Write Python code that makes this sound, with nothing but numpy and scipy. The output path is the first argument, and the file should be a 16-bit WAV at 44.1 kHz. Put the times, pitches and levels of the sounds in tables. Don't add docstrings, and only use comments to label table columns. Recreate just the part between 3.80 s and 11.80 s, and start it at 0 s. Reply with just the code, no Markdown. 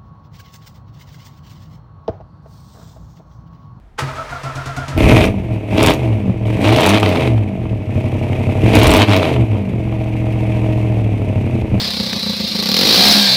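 import sys
import numpy as np
from scipy import signal
from scipy.fft import rfft, irfft
from scipy.io import wavfile
from scipy.ndimage import uniform_filter1d

SR = 44100
rng = np.random.default_rng(int(sys.argv[2]) if len(sys.argv) > 2 else 0)


def log_audio(samples):
    frames = np.atleast_2d(samples).T
    limited = np.clip(frames, -1, 1)
    pcm = np.round(limited * 32767).astype(np.int16)
    wavfile.write(sys.argv[1], SR, pcm)


def magnitude_from_level(level_db):
    exponent = np.asarray(level_db, float) / 20
    return 10 ** exponent


N = 352800
TIME_S = np.arange(N) / SR
CATCH_S, STARTER_OFF_S = 1.13, 1.4
QUIET_DB = -42.5


def level(x, db=0):
    return x * magnitude_from_level(db) / np.sqrt(np.mean(x ** 2))


def columns(table):
    s, *cols = np.transpose(table)
    return [np.interp(TIME_S, s, c) for c in cols]


def ring(x, modes):
    return sum(magnitude_from_level(db) * signal.lfilter(*signal.iirpeak(hz, hz / width, fs=SR), x)
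               for hz, width, db in modes)


def colour(x, spectrum):
    hz, db = np.transpose(spectrum)
    f = np.arange(N // 2 + 1) * SR / N + 1
    return irfft(rfft(x) * magnitude_from_level(np.interp(np.log(f), np.log(hz), db)), N)


def band(x, lo_hz, hi_hz):
    return signal.sosfilt(signal.butter(2, [lo_hz, hi_hz], "bandpass", fs=SR, output="sos"), x)


def fade(x, s):
    return signal.lfilter([1], [1, -np.exp(-1 / (s * SR))], x)


def train(times, sizes):
    out = np.zeros(N)
    np.add.at(out, np.clip((np.asarray(times) * SR).astype(int), 0, N - 1), sizes)
    return out


def noise():
    return rng.standard_normal(N)


def bumps(rows):
    return sum(size * np.exp(-((TIME_S - s) / length) ** 2) for s, size, length in rows)


def engine():
    boom_db, bark_db, rasp_db, jet_db = levels()
    flutter_db = 1.7 * level(band(noise(), 6.1, 43.5))
    rasp_db, jet_db = rasp_db + flutter_db, jet_db + flutter_db
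    running = np.clip((TIME_S - CATCH_S) / 0.1, 0, 1)
    push, front = firings(jitter_s=.00008, far_db=-8., far_s=.0033)
    throttle = np.clip((rasp_db + 42) / 18, 0, 1)
    spurt = np.maximum(throttle, .3) * level(fade(front, .0015))
    pipes = magnitude_from_level(boom_db) * (boom(push, front) + thuds()) + magnitude_from_level(bark_db) * bark(front)
    gas = magnitude_from_level(rasp_db) * (rasp(spurt) + tear(throttle, spurt)) + magnitude_from_level(jet_db) * jet(throttle, front)
    return running * (pipes + gas)


# bank, charge_db, manifold_travel_ms
CYLINDERS = [(0, 1.5, .8), (1, 1, .3), (1, 1.2, -.4), (0, -.2, 0), (1, -1, .6), (0, -1, 1.6),
             (0, -1.6, -.8), (1, .2, -.2)]


def firings(jitter_s, far_db, far_s):
    hz, scatter_db = crank()
    at = np.flatnonzero(np.diff(np.floor(np.cumsum(len(CYLINDERS) * hz / SR))))
    bank, charge_db, travel_ms = np.array(CYLINDERS)[np.arange(len(at)) % len(CYLINDERS)].T
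    chance = rng.standard_normal((N // 100, 2))[:len(at)].T * scatter_db[at]
    sizes = magnitude_from_level(charge_db + bank * far_db + chance[0]) / np.sqrt(hz[at])
    times = at / SR + bank * far_s + jitter_s * chance[1]
    return level(train(times, sizes)), level(train(times + travel_ms / 1e3, sizes))


# pitch_hz, width_hz, level_db
BOOM = [(48, 30, -17), (72, 36, -11), (108, 26, 0), (185, 40, -21)]


def boom(push, front):
    low = level(sum(ring(ring(-push, [mode]), [mode[:2] + (0,)]) for mode in BOOM))
    low = low + level(ring(ring(-front, [(199.4, 75, 0)]), [(196.5, 94, 0)]), -7.5)
    return low - .8 * ring(low, [(152, 40, 0)])


# centre_s, strength, length_s
THUDS = [
    (1.27, 1.3, 0.22),
    (1.62, 0.5, .04),
    (2.05, 0.7, 0.1),
    (4.96, .6, 0.036),
    (5.11, 1, 0.085),
    (7.9, 0.46, .1),
]


def thuds():
    return bumps(THUDS) * level(band(noise(), 47, 110), 0.5)


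# pitch_hz, width_hz, level_db
BARK = [(221.5, 60, -3), (239.5, 98, -5), (283, 15.6, -5), (310.4, 14.2, 1.1), (421, 49.5, -3),
        (523, 33, -6.5), (624.5, 48, 1), (756, 22, -6.5), (885, 89, -15)]


def bark(front):
    gas = .24 * (.8 + level(fade(front, .004))) * noise()
    soft = signal.lfilter(*signal.butter(2, 450, fs=SR), front)
    return level(band(band(ring(gas - soft, BARK), 175, 1100), 150, 1200))


# pitch_hz, width_hz, level_db
RASP = [(1280, 170, -21), (2273, 455, 15), (2456, 320, 11), (2570, 110, 1), (3870, 900, -37),
        (4070, 710, -30)]


def rasp(spurt):
    return level(band(ring((1.74 + spurt) * noise(), RASP), 1070, 3750), -1.0)


# pitch_hz, width_hz, level_db
TEAR = [(990, 490, 1), (3363, 1500, 0)]


def tear(throttle, spurt):
    strength = throttle ** 1.9 * np.clip(crank()[0] / 23.5, 0, 1) ** 2
    return strength * level(band(ring((0.63 + spurt) * noise(), TEAR), 630, 2930), 0.1)


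# pitch_hz, level_db
JET = [(3180, -15), (5400, -6.5), (5730, -4), (7220, -8.5), (9190, -6), (10300, -10.5), (14400, -13.5),
       (16000, -35)]


def jet(throttle, front):
    pulse = 0.63 * throttle * level(fade(front, 0.00041))
    return level(colour((8.5 + pulse) * noise(), JET), -5.0)


# time_s, speed_hz, firing_scatter_db
IDLE = [(1.13, 7.5, 4), (1.7, 12.8, 2.6), (2.68, 14, 2.3), (4.05, 12, 2.3), (4.2, 11.6, .8),
        (4.7, 11.8, .8), (5.9, 14.8, 1.8), (6.2, 14.4, .65), (7.08, 14.2, .65), (7.5, 12.3, 1.6),
        (8, 9.9, 2.2)]
# open_s, shut_s, top_speed_hz, coasting_loss_per_s, climbing_scatter_db
BLIPS = [
    (1.13, 1.5, 19, 1.45, 3.5),
    (1.87, 2.09, 30, 1.5, 3.2),
    (2.72, 3.17, 36.5, 1.34, 1.3),
    (4.82, 5.24, 36.8, 1.23, 2.2),
]


def crank():
    flywheel_s, coast_scatter_db = .05, 1.4
    hz, scatter_db = columns(IDLE)
    for open_s, shut_s, top_hz, loss, climb_db in BLIPS:
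        climb = np.interp(TIME_S, [open_s, shut_s], [hz[int(open_s * SR)], top_hz])
        coast = top_hz * np.exp(-loss * (TIME_S - shut_s))
        blip = np.where(TIME_S < shut_s, climb * (TIME_S > open_s), coast)
        steady_db = np.where(TIME_S < shut_s, climb_db, coast_scatter_db)
        scatter_db = np.where(blip > 1.2 * hz, steady_db, scatter_db)
        hz = np.maximum(hz, blip)
    return uniform_filter1d(hz, int(flywheel_s * SR)), scatter_db


# time_s, rasp_db
BREATHING = [(1.13, -38), (1.6, -41), (1.85, -39.5), (2.25, -35), (2.6, -48), (2.75, -33), (3.55, -38.5),
             (3.78, -47), (4.09, -41.5), (4.16, -38.5), (4.75, -34.5), (5.7, -37.5), (5.85, -41.5),
             (6.83, -36), (7.3, -39.5), (8, -38.5)]
# start_s, rise_s, end_s, rasp_db, sag_db_per_s
ROARS = [
    (1.16, .02, 1.3, -23, -20),
    (1.15, 0.15, 1.44, -18, 24),
    (1.839, 0.18, 2.1, -20, 11),
    (2.64, .03, 2.61, -33.5, 20),
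    (2.738, 0.094, 3.17, -25, -12),
    (3.1, 0.095, 3.47, -26, 13.5),
    (4.72, 0.23, 5.22, -21.5, -3.5),
    (5.24, 0.029, 5.53, -23, 26.5),
]


def flow():
    release_s = 0.09
    roars = []
    for start, rise, end, db, sag in ROARS:
        hold_s = end - start - rise
        corners = np.cumsum([start, rise, max(hold_s, .01), release_s])
        roars.append(np.interp(TIME_S, corners, [QUIET_DB, db, db - sag * hold_s, QUIET_DB]))
    return np.maximum(columns(BREATHING)[0], np.max(roars, axis=0))


# centre_s, boom_change_db, length_s
SURGES = [(1.657, -1, 0.038), (1.734, 11, 0.035), (1.838, -8.5, 0.18), (1.941, 9.5, 0.025),
          (2.494, 10, .04), (2.58, -4, 0.12), (2.672, 6.5, 0.0067), (3.196, -9.5, 0.039),
          (3.534, 3.5, 0.054), (3.764, -3.5, 0.053), (3.88, -6.5, 0.0079), (4.036, -5, 0.076),
          (4.16, 6.5, .03), (4.687, 3.5, 0.041), (4.84, 7.5, 0.041), (4.967, 9, 0.022), (5.1, 3.5, 0.013),
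          (5.181, -2, 0.032), (5.265, -16, 0.018), (5.63, 6, 0.061), (5.676, -16, 0.025), (5.75, 1, 0.044),
          (6.3, -2, 0.13), (3.12, -3, 0.027), (7.5, 0, .08), (2.02, -4.5, 0.046), (7.632, 3, 0.026),
          (7.769, 3.5, 0.052), (7.856, -7, 0.028), (7.968, 3, 0.01)]


def levels():
    surge, sway = bumps(SURGES), lope()
    rasp_db = flow()
    above = rasp_db + 40
    boom_db = -16 + 0.18 * above + surge + sway
    bark_db = -26.5 + 0.89 * above + sway / 2 + 0.39 * surge
    jet_db = -54 + 1.21 * above + 0.32 * surge
    return boom_db, bark_db, rasp_db + 0.32 * surge, jet_db


def lope():
    gone_hz, db_per_hz, peak_s = 18.5, .6, 4.175
    hz = crank()[0]
    cycles = np.cumsum(hz / SR)
    depth_db = db_per_hz * np.clip(gone_hz - hz, 0, None)
    return depth_db * np.cos(2 * np.pi * (cycles - cycles[int(peak_s * SR)]))


# start_s, peak_db
CRACKS = [(1.1773, -23), (1.2122, -29), (1.455, -19), (1.976, -26), (2.0298, -9), (2.0633, -6),
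          (2.1022, -11), (2.1381, -16), (2.817, -29), (2.85, -26), (2.8844, -16), (2.9263, -19),
          (2.9642, -18), (3.0076, -15), (3.04, -16), (3.0635, -10), (3.0929, -10), (3.2002, -24),
          (3.2291, -20), (3.2915, -21), (4.9537, -7), (4.9901, -14), (5.0335, -9), (5.0714, -8),
          (5.1068, -4), (5.1383, -9), (5.1677, -10), (5.1961, -15), (5.3343, -18), (5.3653, -17)]


def cracks():
    ticks_per_s, tick_db = 5, -5
    when, size = rng.random((int(ticks_per_s * N / SR), 2)).T
    when = CATCH_S + when * (N / SR - CATCH_S)
    tick_peak_db = flow()[(when * SR).astype(int)] + tick_db - 6 * size
    s, peak_db = np.c_[np.transpose(CRACKS), [when, tick_peak_db]]
    body_db = np.minimum(-11.5 + .4 * peak_db, peak_db + 7)
    top = fade(train(s, magnitude_from_level(peak_db)), .0005) * level(colour(noise(), JET), 1)
    body = fade(train(s, magnitude_from_level(body_db)), .001) * level(band(noise(), 2500, 4900), -4.5)
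    return top + body + magnitude_from_level(-5) * np.roll(top + body, int(.0083 * SR))


# start_s, peak_db
POPS = [(1.58, -30), (2.328, -13), (2.622, -24), (2.654, -16), (2.849, -4), (2.926, 0), (2.974, -3.5),
        (3.006, -0.5), (3.229, 6.5), (3.454, -6.5), (3.578, -17.5), (3.854, -18.5), (3.894, -19.5),
        (4.531, -10.5), (4.56, -15.5), (5.491, -7), (5.562, -6), (5.732, -17.5), (5.755, -15), (5.796, -22),
        (5.951, -33.5), (5.993, -33), (6.124, -12.5), (6.271, -26), (6.332, -31), (6.658, -20)]


def pops():
    s, peak_db = np.transpose(POPS)
    spit = fade(train(s, magnitude_from_level(peak_db)), 0.0037) * noise()
    dull = band(ring(spit, BARK), 426, 1200)
    bright = band(band(spit, 2200, 3230), 1770, 3500)
    return magnitude_from_level(11.5) * dull + magnitude_from_level(-4.0) * bright


# pitch_hz, level_db
GRIND = [(120, -57), (200, -29), (512, -7.5), (570, -26), (659, -16), (912, -5.5), (1360, -7),
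         (2290, -13.5), (3170, -19), (5860, -25), (15000, -45.5)]


def starter():
    mesh_hz, whine_db, grind_db = strokes()
    engage = np.clip((TIME_S - CHUFFS[0][0]) / 0.019 + 1, 0, 1) ** 3
    on = engage * np.clip((STARTER_OFF_S - TIME_S) / 0.023, 0, 1)
    wobble = level(band(noise(), 20, 90))
    turn = np.cumsum(2 * np.pi * mesh_hz / SR) + .45 * wobble
    half_turn = magnitude_from_level(-4.5) * (1 + 0.5 * wobble) * np.sin(turn / 2)
    whine = np.sqrt(2) * (np.sin(turn) + half_turn)
    grind = colour(noise(), GRIND)
    grind = grind / np.std(band(grind, 1600, 9000))
    return on * (magnitude_from_level(whine_db) * whine + magnitude_from_level(grind_db - 0.54) * grind)


# start_s, fastest_mesh_hz, whine_db
STROKES = [
    (.188, 1300, -31),
    (0.272, 1295, -33),
    (0.356, 1310, -30.5),
    (0.492, 1420, -33),
    (0.633, 1355, -30.5),
    (.76, 1413, -32),
    (0.8568, 1394, -32),
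    (.964, 1450, -30.5),
    (1.083, 1330, -38.5),
]


def strokes():
    labour_hz, dip_db = 1195, 16
    s, top_hz, top_db = np.transpose(STROKES + [(STARTER_OFF_S, labour_hz, QUIET_DB)])
    turn = np.interp(TIME_S, s, np.arange(len(s)))
    k = np.floor(turn).astype(int)
    arch = np.sin(np.pi * (turn % 1) ** 0.575)
    patchy_db = 3.5 * level(band(noise(), 10.5, 40))
    slam_db = 14.5 * np.exp(-np.abs(TIME_S - s[0]) / 0.041)
    stroke_db = 6 * np.exp(-np.abs(TIME_S - s[k]) / 0.09)
    mesh_hz = labour_hz + (top_hz[k] - labour_hz) * arch
    return mesh_hz, top_db[k] - dip_db * (1 - arch) + patchy_db, -41.5 + slam_db + stroke_db


# start_s, hiss_peak_db, thump_over_hiss_db
CHUFFS = [
    (0.19, -15.5, -14),
    (0.3686, -35.5, 3),
    (0.508, -31, 1.5),
    (0.634, -24.5, 3),
    (0.7535, -23.5, 0.5),
    (0.8592, -22, -0.5),
    (0.965, -21.5, 1),
    (1.0817, -20, -1.5),
]
# start_s, hiss_peak_db, thump_over_hiss_db
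LURCH = (0.2178, -55, 36.6)


def chuffs():
    s, hiss_db, thump_db = np.transpose(CHUFFS + [LURCH])
    hiss = fade(train(s, magnitude_from_level(hiss_db)), 0.022) * level(band(noise(), 1800, 7100), -13.0)
    blow = train(s, magnitude_from_level(hiss_db + thump_db))
    push = fade(blow, 0.061) * noise()
    thump = ring(ring(blow, [(134.8, 5.4, 62.6)]), [(132, 53, 0.017)])
    breath = band(ring(push, [(82, 26.4, -8.5), (253, 30, -16.5), (602, 14, -14.)]), 78, 1200)
    return hiss + thump + magnitude_from_level(28.0) * breath


def wall(car):
    scatter = np.exp(-np.arange(SR // 4) / (0.027 * SR)) * noise()[:SR // 4]
    back = signal.fftconvolve(car, scatter)[:N]
    return np.r_[np.zeros(SR // 80), level(back) * np.std(car)][:N]


# pitch_hz, level_db
YARD = [(15, -27), (25, 1), (49, 9.5), (93, -2.5), (318, -16.5), (604, -25), (655, -17), (2070, -32.5),
        (15000, -58)]


def yard():
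    return level(colour(noise(), YARD), -43.5)


def scene():
    car = engine() + cracks() + pops() + starter() + chuffs()
    return (car + magnitude_from_level(-13.) * wall(car) + yard())[None]


def low_pass(x):
    return signal.sosfilt(signal.butter(12, 16520, fs=SR, output="sos"), x)


def record(dry):
    mix = np.tanh(1.216 * dry) / 1.07
    return low_pass(mix)


dry = scene()
out = record(dry)
log_audio(out)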